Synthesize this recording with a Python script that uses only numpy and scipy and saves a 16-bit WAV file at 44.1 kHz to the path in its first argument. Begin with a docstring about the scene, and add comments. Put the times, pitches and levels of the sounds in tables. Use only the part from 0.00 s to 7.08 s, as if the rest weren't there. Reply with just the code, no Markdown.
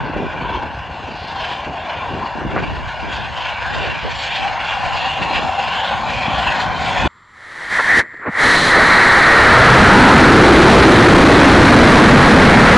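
"""A stubble field, two microphone ports out in the wind, a fast steam train nearing on the far side.
Its wheels roar, clatter, ring and howl, the rails sing, and three cylinders beat six times a wheel turn
through exhaust and hiss. The ground's echo hollows the sound; as the distant train draws nearer, its pitch
sinks and the carriages' drone swells. Right at the microphone, eddies rumble, buffet, slap and pop."""
import sys
import numpy as np
from scipy import signal
from scipy.fft import rfft, irfft
from scipy.io import wavfile

SR = 44100
rng = np.random.default_rng(int(sys.argv[2]) if len(sys.argv) > 2 else 0)


def output_pcm(signal):
    """Save a mono or channel-first signal as 16-bit PCM at the path in sys.argv[1].

    Samples are clipped to [-1, 1] before scaling.
    """
    pcm = np.clip(np.atleast_2d(signal).T, -1, 1) * 32767
    wavfile.write(sys.argv[1], SR, np.round(pcm).astype(np.int16))


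N = 312228
T = np.arange(N) / SR
HZ = np.fft.rfftfreq(N, 1 / SR)
CYCLES_PER_S = 8.13  # of three blasts each, two cycles a wheel turn; before the Doppler drop
WHEEL_RING_HZ, RAIL_HZ = 1546, 2792  # before the Doppler drop
GUST_ATTACK_S, GUST_RELEASE_S = 0.018, 0.044

# pitch and beat sink as the distant train draws nearer: (time [s], Doppler factor [ratio])
DOPPLER_DROP = [(0, 1), (4, 1), (5.5, .988), (7.08, .969)]
# one blast a cylinder: (place in the cycle [0-1], relative strength [dB])
CYLINDER_BLASTS = [(0.111, -3.5), (0.457, 0.5), (.76, -3)]
# the wheels, carried over by moving air: (time [s], relative roar [dB], relative clatter [dB])
WHEEL_LEVELS = [(0, -30.5, -33), (.36, -33.5, -41), (.45, -31, -36), (.6, -33, -37.5), (.8, -33.5, -37),
                (1.1, -34.5, -39), (1.28, -32.5, -36.5), (1.48, -29.5, -36.5), (1.75, -33.5, -35),
                (1.95, -29, -31.5), (2.25, -30, -34.5), (2.4, -30.5, -35.5), (2.6, -33, -33.5),
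                (2.76, -32.5, -36), (3.05, -30.5, -31), (3.3, -33, -31.5), (3.65, -29, -30.5),
                (3.88, -29.5, -30.5), (4.05, -31.5, -31), (4.25, -31.5, -28.5), (4.42, -29, -25),
                (4.65, -26, -26), (4.98, -26.5, -29.5), (5.12, -28, -30), (5.38, -24, -28),
                (5.6, -26, -31.5), (5.8, -25, -26.5), (6.05, -25, -33.5), (6.29, -25, -30.5),
                (6.47, -23, -26), (6.62, -23.5, -28.5), (6.72, -25.5, -29), (7.08, -24, -28)]
# the train's other sounds, from across the field: (time [s], relative level [dB])
EXHAUST_LEVEL = [(0.0, -32.5), (.12, -40), (0.57, -31.5), (0.67, -41.5), (1.0, -37.5), (1.35, -31.5),
                 (1.42, -27.5), (1.54, -28), (1.68, -40.5), (1.93, -31.5), (2.48, -39), (2.6, -35),
                 (2.82, -36.5), (3.17, -31.5), (3.33, -35.5), (3.45, -28.5), (3.57, -32), (3.9, -22.5),
                 (3.98, -32.5), (4.38, -22.5), (4.55, -35), (4.71, -24), (4.81, -32.5), (4.99, -23),
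                 (5.3, -30.5), (5.36, -20.5), (5.46, -29), (5.88, -25.5), (6.03, -32), (6.13, -24.5),
                 (6.51, -27), (6.62, -23), (6.76, -31), (6.84, -23), (7.08, -21)]
STEAM_HISS_LEVEL = [(0.0, -50.5), (.55, -48), (0.8, -50.5), (1.28, -46.5), (1.42, -42), (1.56, -40),
                    (1.67, -48.5), (2.05, -46), (2.45, -48), (3.08, -44), (3.15, -38.5), (3.26, -44),
                    (3.45, -40), (3.6, -44), (3.76, -38), (4.06, -43), (4.24, -32.5), (4.3, -39),
                    (4.37, -35.5), (4.59, -43.5), (4.66, -37), (4.88, -39.5), (4.99, -37), (5.08, -38.5),
                    (5.28, -39), (5.36, -35), (5.5, -40.5), (5.75, -35.5), (5.88, -38.5), (6.0, -41),
                    (6.14, -35), (6.28, -40), (6.4, -35), (6.62, -34.5), (6.72, -41), (6.83, -34),
                    (7.08, -36.5)]
WHEEL_RING_LEVEL = [(0, -34), (.15, -37), (.5, -33), (.9, -41.5), (1.1, -45.5), (1.35, -38.5), (1.6, -41),
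                    (1.8, -45.5), (2.1, -42), (2.35, -39), (2.58, -37.5), (2.75, -40), (3.1, -34),
                    (3.45, -42), (3.65, -33), (3.9, -29), (4.15, -47), (4.6, -33), (5.5, -41), (5.78, -28),
                    (6.3, -40), (6.46, -30.5), (6.65, -30.5), (7.08, -31)]
RAIL_LEVEL = [(4.4, -41), (4.7, -34), (4.87, -33), (5.1, -27.5), (5.25, -31.5), (5.36, -28), (5.48, -34.5),
              (5.6, -28.5), (5.78, -33), (6, -54)]
HOWL_LEVEL = [(0, -49), (1.1, -38), (1.45, -32.5), (2.1, -43), (2.9, -53), (3.6, -43), (3.74, -30.5),
              (3.9, -45), (4.2, -36.5), (4.35, -31), (4.42, -23), (4.55, -29.5), (4.75, -26), (5.25, -27.5),
              (5.42, -30.5), (5.57, -20.5), (5.67, -30.5), (5.8, -30), (6.15, -31.5), (6.3, -25),
              (6.5, -28), (7.08, -25.5)]
DRONE_LEVEL = [(0, -65.5), (5.2, -58), (5.7, -41), (6.3, -36), (7.08, -36.5)]
# spectra of the train's noises: (frequency [Hz], relative density [dB])
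ROAR_SPECTRUM = [(30, -35), (65, -16), (160, -15), (300, -13), (410, -16), (490, -2), (620, 0.5),
                 (760, 1.5), (1060, 5), (1240, -4), (1420, -4.5), (2000, -29.5), (5000, -77.5)]
CLATTER_SPECTRUM = [(600, -21.5), (1150, -16), (1450, 0.5), (1800, -1.5), (2130, -0.5), (2380, 0),
                    (2700, -15), (6000, -90.5)]
EXHAUST_SPECTRUM = [(900, -42.5), (1850, 2), (2130, 0), (2400, 1), (2950, 4.5), (3500, -1), (4000, -12.5),
                    (4800, -28), (8000, -61)]
HISS_SPECTRUM = [(2000, -31.5), (3600, 2), (4400, 1), (5000, -4), (5450, -10.5), (6200, -10), (7300, -13),
                 (8200, -22), (9000, -51), (10300, -30), (12000, -40.5), (14000, -60)]
DRONE_SPECTRUM = [(60, -19), (120, 4), (165, 11), (260, 9), (330, -15), (600, -54)]
# close resonances of wheels on rails: (pitch [Hz], relative level [dB], half width [Hz])
HOWL_RESONANCES = [(740.5, -6, 24), (779, -3.5, 11), (813, -4.5, 18.3)]
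# swishes in the running noise:
# (time [s], half length [s], level [dB], pitch [Hz], glide [Hz/s], half width [Hz])
RUNNING_SWISHES = [(0.159, 0.047, -39, 2810, -2.5, 60), (0.371, 0.21, -36.5, 2368, -600, 80),
                   (0.548, 0.16, -27, 947, -400, 100), (1.151, 0.062, -44, 2716, 0, 60),
                   (1.249, 0.14, -42.5, 4300, -1.5, 540), (1.419, 0.038, -32.5, 3110, -1, 400),
                   (1.529, 0.025, -33, 3103, -0.5, 650), (1.779, 0.18, -33, 690, -0.5, 55),
                   (1.947, 0.12, -36, 2366, -0.5, 89), (2.239, 0.033, -25.5, 983, -1.5, 80),
                   (2.607, 0.091, -36, 2330, 0, 90), (2.679, 0.06, -35.5, 2770, 0, 130),
                   (3.197, 0.098, -39.5, 3320, -500, 170), (3.43, 0.098, -28, 1000, 0.5, 69.9),
                   (3.467, 0.13, -31, 2820, -1500, 200), (3.67, .07, -26.5, 1642, 0.5, 110),
                   (4.219, 0.069, -38.5, 4450, 0, 120), (4.252, 0.2, -31.5, 3100, -2, 260),
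                   (4.353, 0.055, -33, 2436, 0.5, 140), (4.993, 0.046, -34, 4050, -1, 550),
                   (5.79, 0.14, -27.5, 3095, 2199.5, 280), (5.88, 0.04, -28.5, 3485, 1.5, 447),
                   (6.209, 0.14, -26, 2435, 1.5, 170), (6.384, 0.066, -29, 3185, -2500, 260),
                   (6.48, 0.061, -22.5, 2725, -2000, 170), (6.518, 0.13, -25, 1744, 0.5, 190)]
# the train in the ports' difference, scattered, leaning left, out of step: (frequency [Hz], gain [dB])
LAND_SCATTER = [(150, -13), (500, -11), (850, -27.5), (1400, -21.5), (1900, -11), (2400, -18), (3200, -23),
                (4000, -64)]
LEFT_LEAN = [(300, -26.5), (500, -22), (800, -17.5), (1450, -17), (1650, -41), (4000, -68)]
TOP_OUT_OF_STEP = [(3000, -55.5), (5000, -60), (6500, -59), (8000, 3.5), (10000, 3), (12000, -6.5)]
# the breeze on the microphone: (time [s], pressure [dB])
BREEZE_LEVEL = [(0, -26.5), (.3, -37.5), (.55, -33), (.8, -36.5), (1.4, -38.5), (1.95, -39), (2.15, -31),
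                (2.3, -43), (2.45, -29), (2.82, -30), (2.95, -39), (3.25, -34), (3.5, -38.5), (3.8, -33.5),
                (4.3, -38), (5.35, -36.5), (5.85, -39.5), (6.1, -33.5), (6.95, -31.5), (7.08, -21)]
# its swirl between the ports: (time [s], level against the pressure [dB])
BREEZE_SWIRL = [(0, -3.5), (1, -7.5), (1.9, -9), (2.5, -2), (3.2, 2), (5, -0.5), (7.08, -2)]
# gusts: (start [s], length [s], pressure on both ports [dB], swirl between them [dB])
PORT_GUSTS = [(0.0, 0.14, -30, -40), (0.147, 0.12, -29.5, -33), (0.33, 0.32, -31, -41),
              (0.624, 0.49, -41, -64), (1.063, 0.058, -34, -48), (1.203, 0.98, -39.5, -59),
              (1.659, 0.033, -29, -46), (2.085, 0.14, -29.5, -40), (2.336, 0.079, -32, -37),
              (2.405, 0.1, -27.5, -35), (2.514, 0.13, -28, -30.5), (2.665, 0.13, -34, -37),
              (3.01, 0.073, -32, -32), (3.167, 0.038, -34.5, -35), (3.695, 0.25, -43, -31.5),
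              (4.036, 0.055, -54, -30.5), (4.38, 0.13, -45, -34.5), (4.78, 0.3, -47, -36),
              (5.175, 0.29, -31, -34), (5.918, 0.22, -43, -40), (6.263, 0.15, -35, -40),
              (6.43, 0.85, -36, -42), (7.028, .1, -24, -31)]
# spectra of the wind on the ports: (frequency [Hz], relative density [dB])
RUMBLE_SPECTRUM = [(12, -51.5), (25, -25), (38, -9.5), (52, 0.5), (72, 1), (110, -2.5), (160, -6),
                   (300, -30.5), (900, -76)]
BUFFET_SPECTRUM = [(60, -25.5), (130, -2), (190, -0.5), (300, -2), (450, -4), (700, -5), (1050, -16.5),
                   (1250, -27), (1520, -15), (1900, -29.5), (3000, -36.5), (8000, -85)]
SWIRL_SPECTRUM = [(60, -18.5), (130, -2.5), (200, 2.5), (330, -1), (420, -7.5), (520, -11), (900, -17),
                  (1500, -15), (3000, -49), (8000, -88.5)]
# eddies that burst on the port: (time [s], peak [dB], pitch [Hz])
EDDY_POPS = [(0.099, -13, 260), (0.165, -13, 530), (.206, -15.5, 250), (.231, -14, 210), (.243, -14.5, 300),
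             (0.267, -14, 310), (0.425, -18, 230), (.574, -15, 400), (2.125, -17, 450), (2.15, -17, 240),
             (2.238, -18, 230), (2.452, -13, 230), (2.467, -15, 190), (2.5594, -16, 900),
             (2.5636, -6.5, 1100), (2.565, -12, 360), (2.5794, -6.5, 1200), (5.221, -17, 150),
             (6.284, -13, 190), (7.06, -8, 260)]
# puffs of turbulence: (time [s], peak [dB], half length [s], lower edge [Hz], upper edge [Hz])
WIND_SLAPS = [(.167, -15.5, 0.0055, 300, 900), (0.205, -17, 0.045, 200, 620), (0.556, -20, 0.022, 100, 596),
              (0.549, -25, .04, 50, 85), (2.15, -27.5, 0.06, 170, 700), (2.413, -16, 0.0078, 400, 1500),
              (2.564, -13.5, 0.0072, 250, 1500), (2.585, -16.5, 0.02, 500, 2400),
              (2.636, -19, .012, 150, 1600), (2.764, -22.5, 0.097, 45, 76.5), (3.83, -20, 0.089, 450, 704),
              (4.064, -20.5, 0.025, 455, 627), (7.058, -17, 0.026, 45, 540)]


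def amp(db):
    """Decibels to gain."""
    return 10 ** (np.asarray(db) / 20)


def unit(x):
    """Scales to rms 1."""
    return x / np.sqrt(np.mean(x ** 2) + 1e-20)


def curves(rows):
    """The columns of a table, joined by straight lines in time."""
    s, *columns = np.transpose(rows)
    return [np.interp(T, s, c) for c in columns]


def colour(spectrum, hz):
    """Gain of a spectrum table on a log-frequency axis."""
    f, db = np.transpose(spectrum)
    return amp(np.interp(np.log(hz + 1), np.log(f + 1), db))


def coloured(x, spectrum):
    """Filters a sound by a spectrum table."""
    return irfft(rfft(x) * colour(spectrum, HZ), N)


def shelf(x, treble_db, corner_hz):
    """Turns everything above a corner up or down along a curve."""
    body = irfft(rfft(x) / (1 + (HZ / corner_hz) ** 8), N)
    return body + (x - body) * amp(treble_db)


def flutter(low_hz, high_hz):
    """Random wobble of rms 1 between two rates."""
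    band = HZ / np.hypot(HZ, low_hz) / (1 + (HZ / high_hz) ** 2)
    return unit(irfft(rfft(rng.standard_normal(N)) * band, N))


def rush(spectrum, patchy_db, patch_hz, patch_s):
    """Coloured noise whose bands fade in and out in patches, as sound does through turbulent air."""
    hz, t, bands = signal.stft(rng.standard_normal(N), SR, nperseg=1024, noverlap=768)
    lag, rate = np.fft.fftfreq(len(hz), hz[1])[:, None], np.fft.fftfreq(len(t), t[1])
    blur = np.exp(-(lag * patch_hz) ** 2 - (rate * patch_s) ** 2)
    patches = unit(np.fft.ifft2(np.fft.fft2(rng.standard_normal(bands.shape)) * blur).real)
    bands = bands * colour(spectrum, hz)[:, None] * amp(patchy_db * patches)
    return unit(signal.istft(bands, SR, nperseg=1024, noverlap=768)[1][:N])


def ring(hz, half_width_hz):
    """Noise in one narrow resonance that follows the pitch hz, rms 1."""
    smooth = signal.butter(2, half_width_hz, fs=SR, output="sos")
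    a, b = signal.sosfilt(smooth, rng.standard_normal((2, len(hz))))
    phase = 2 * np.pi * np.cumsum(hz) / SR
    return unit(a * np.cos(phase) + b * np.sin(phase))


def add(mix, s, sound):
    """Mixes a sound in from a given time."""
    start = round(s * SR)
    sound = sound[max(-start, 0):]
    part = mix[max(start, 0):][:len(sound)]
    part += sound[:len(part)]


def pulsed(beat, share):
    """Gain of a noise that has a share of its power in the beats."""
    return np.sqrt(1 - share + share * beat)


def blasts(doppler, width):
    """Power of the exhaust over time: three cylinders blow in turn, one much harder."""
    cycle = np.cumsum(CYCLES_PER_S * doppler) / SR
    power = sum(amp(db) ** 2 * np.exp(-(((cycle - place + .5) % 1 - .5) / width) ** 2)
                for place, db in CYLINDER_BLASTS)
    return power / power.mean() * amp(4.0 * flutter(1.5, 6.8))  # no two blasts are equally strong


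def wheels(beat):
    """Wheels roar and clatter on the rails, the clatter pulsing more with the beat."""
    roar_db, clatter_db = curves(WHEEL_LEVELS)
    roar = amp(roar_db + 2.0) * rush(ROAR_SPECTRUM, patchy_db=2.0, patch_hz=125, patch_s=0.077)
    clatter = amp(clatter_db - 1.86) * rush(CLATTER_SPECTRUM, patchy_db=3.0, patch_hz=200, patch_s=0.19)
    return roar * pulsed(beat, share=0.037) + clatter * pulsed(beat, share=0.26)


def exhaust(beat):
    """Spent steam chuffs from the chimney."""
    steam = rush(EXHAUST_SPECTRUM, patchy_db=3.5, patch_hz=276, patch_s=0.12)
    return amp(curves(EXHAUST_LEVEL)[0] - 2.5) * steam * pulsed(beat, share=0.32)


def steam_hiss(beat):
    """Hiss comes over in swells; the air swallows less of its top as the distance closes."""
    hiss = rush(HISS_SPECTRUM, patchy_db=2.5, patch_hz=450, patch_s=0.11)
    air_loss_db = 12.5 * (1 - T / T[-1])
    hiss = shelf(hiss, 4.0 - air_loss_db, corner_hz=8060)
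    return amp(curves(STEAM_HISS_LEVEL)[0] + 1.5) * hiss * pulsed(beat, share=0.27)


def field_echo(x, delay_s, far_strength, near_strength, fade_hz):
    """The ground's echo cuts even notches, deepest while the train is far; stubble scatters its top."""
    strength = far_strength + (near_strength - far_strength) * T / T[-1]
    echo = irfft(rfft(x) * np.exp(-2j * np.pi * HZ * delay_s) / (1 + (HZ / fade_hz) ** 2), N)
    return (x + strength * echo) / np.sqrt(1 + strength ** 2)


def wheel_ring(doppler):
    """The rolling wheels ring at one hollow pitch."""
    level_db = curves(WHEEL_RING_LEVEL)[0] + 1.1 * flutter(4, 6.3)
    return amp(level_db) * ring(WHEEL_RING_HZ * doppler, half_width_hz=95)


def rail_song(doppler):
    """The rails sing at one wavering pitch, swelling briefly around five seconds, then dying away."""
    waver = 1 + 0.01067 * flutter(1.595, 5.01)
    level_db = curves(RAIL_LEVEL)[0] + 0.86 * flutter(3, 12)
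    return amp(level_db) * ring(RAIL_HZ * doppler * waver, half_width_hz=107)


def port_difference(x):
    """Across the ports the roar leans left, the top is out of step, and the land scatters a little."""
    t = np.arange(SR // 4) / SR
    tail = rng.standard_normal(len(t)) * np.exp(-t / 0.024)
    scattered = signal.fftconvolve(x, tail / np.linalg.norm(tail))[:N]
    direct_gain = colour(LEFT_LEAN, HZ) + 1j * colour(TOP_OUT_OF_STEP, HZ)
    return irfft(rfft(scattered) * colour(LAND_SCATTER, HZ) + rfft(x) * direct_gain, N)


def gusts():
    """Strength of the gusts at the microphone, as pressure and swirl: each rises, holds and dies away."""
    power = np.zeros((2, N))
    for start, length, *levels_db in PORT_GUSTS:
        rise = np.clip((T - start) / GUST_ATTACK_S, 0, 1)
        fall = np.exp(-np.maximum(T - start - length, 0) / GUST_RELEASE_S)
        power += (amp(levels_db)[:, None] * rise * fall) ** 2
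    return np.sqrt(power)


def wind(breeze_db, gust, spectrum, gust_rumble_db, breeze_buffet_db, unsteady_db, lumpy_db, brighten):
    """Eddies on the ports: the breeze mostly rumbles, gusts mostly buffet, brighter as they harden."""
    rumble = unit(coloured(rng.standard_normal(N), RUMBLE_SPECTRUM) * amp(2.7 * flutter(4, 10)))
    rumble_gain = np.hypot(amp(breeze_db), amp(gust_rumble_db) * gust)
    buffet_db = 20 * np.log10(np.hypot(gust, amp(breeze_db + breeze_buffet_db)))
    buffet_db += unsteady_db * flutter(13, 28)
    eddies = rng.standard_normal(N) * amp(lumpy_db * flutter(25, 70))
    treble_db = np.minimum(brighten * (buffet_db + 29.5), 1)
    buffet = shelf(unit(coloured(eddies, spectrum)), treble_db, corner_hz=290)
    return rumble_gain * rumble + amp(buffet_db) * buffet


def pops():
    """An eddy crossing the port makes one brief dip of pressure; the smaller, the higher it sounds."""
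    out, t = np.zeros(N), np.arange(-SR // 20, SR // 20) / SR
    for s, db, hz in EDDY_POPS:
        u = (np.pi * hz * t) ** 2
        add(out, s + t[0], amp(db) * (2 * u - 1) * np.exp(-u))
    return out


def swishes():
    """Narrow bands of the train's running noise swell and fade, some sliding in pitch."""
    out, t = np.zeros(N), np.arange(-SR // 2, SR // 2) / SR
    for s, half_s, db, hz, glide, half_width_hz in RUNNING_SWISHES:
        swell = amp(db) * np.exp(-(t / half_s) ** 2)
        add(out, s + t[0], swell * ring(hz + glide * t, half_width_hz))
    return out


def slaps(size=16384):
    """Short puffs of turbulence hit the microphone, each in its own band."""
    out = np.zeros(N + size)
    t, hz = (np.arange(size) - size // 2) / SR, np.fft.rfftfreq(size, 1 / SR)
    for s, db, half_s, low_hz, high_hz in WIND_SLAPS:
        burst = rng.standard_normal(size) * np.exp(-(t / half_s) ** 2)
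        burst = irfft(rfft(burst) * hz ** 4 / (hz ** 4 + low_hz ** 4) / (1 + (hz / high_hz) ** 6))
        out[int(s * SR):][:size] += amp(db) * burst / abs(burst).max()
    return out[size // 2:][:N]


def howl(doppler):
    """Wheels on rails howl in a cluster of close resonances that waver and flare by turns."""
    pitch = doppler * (1 + 0.0076 * flutter(2.8, 9.7))
    modes = (amp(db + 1.5 * flutter(3, 8)) * ring(hz * pitch, half_width_hz)
             for hz, db, half_width_hz in HOWL_RESONANCES)
    return amp(curves(HOWL_LEVEL)[0]) * sum(modes)


def carriage_drone():
    """The carriages' low drone swells as the distant train draws nearer."""
    return amp(curves(DRONE_LEVEL)[0]) * unit(coloured(rng.standard_normal(N), DRONE_SPECTRUM))


def train():
    """The whole train, heard from across the field."""
    doppler = curves(DOPPLER_DROP)[0]
    beat = blasts(doppler, width=0.1)
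    noise = wheels(beat) + exhaust(beat) + steam_hiss(beat)
    noise *= amp(0.77 * flutter(1.9, 30))  # turbulent air makes it flicker
    noise = field_echo(noise, delay_s=0.001191, far_strength=0.38, near_strength=0.28, fade_hz=4300)
    ringing = wheel_ring(doppler) + rail_song(doppler) + swishes()
    return noise + ringing * pulsed(beat, share=0.33) + howl(doppler) + carriage_drone()


def scene():
    """Train ahead and wind all round; the ports' sum and difference give left and right."""
    distant_train = train()
    pressure, swirl = gusts()
    breeze_db = curves(BREEZE_LEVEL)[0]
    swirl_db = breeze_db + curves(BREEZE_SWIRL)[0]
    mid = distant_train + slaps() + pops()
    mid += wind(breeze_db, pressure, BUFFET_SPECTRUM, gust_rumble_db=-22, breeze_buffet_db=-9.0,
                unsteady_db=2.0, lumpy_db=2.5, brighten=0.14)
    side = port_difference(distant_train)
    side += wind(swirl_db, swirl, SWIRL_SPECTRUM, gust_rumble_db=-0.5, breeze_buffet_db=-8.5,
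                 unsteady_db=1.0, lumpy_db=2.0, brighten=0.15)
    return np.array([mid + side, mid - side])


def record(dry):
    """The recorder's band limit, with a brief fade at either end."""
    fade = np.minimum(np.minimum(T, T[-1] - T) / .004, 1) ** 2
    lowpass = signal.firwin(511, cutoff=12400, window=("kaiser", 9), fs=SR)
    return signal.oaconvolve(dry * fade, lowpass[None], "same")


dry = scene()
out = record(dry)
output_pcm(out)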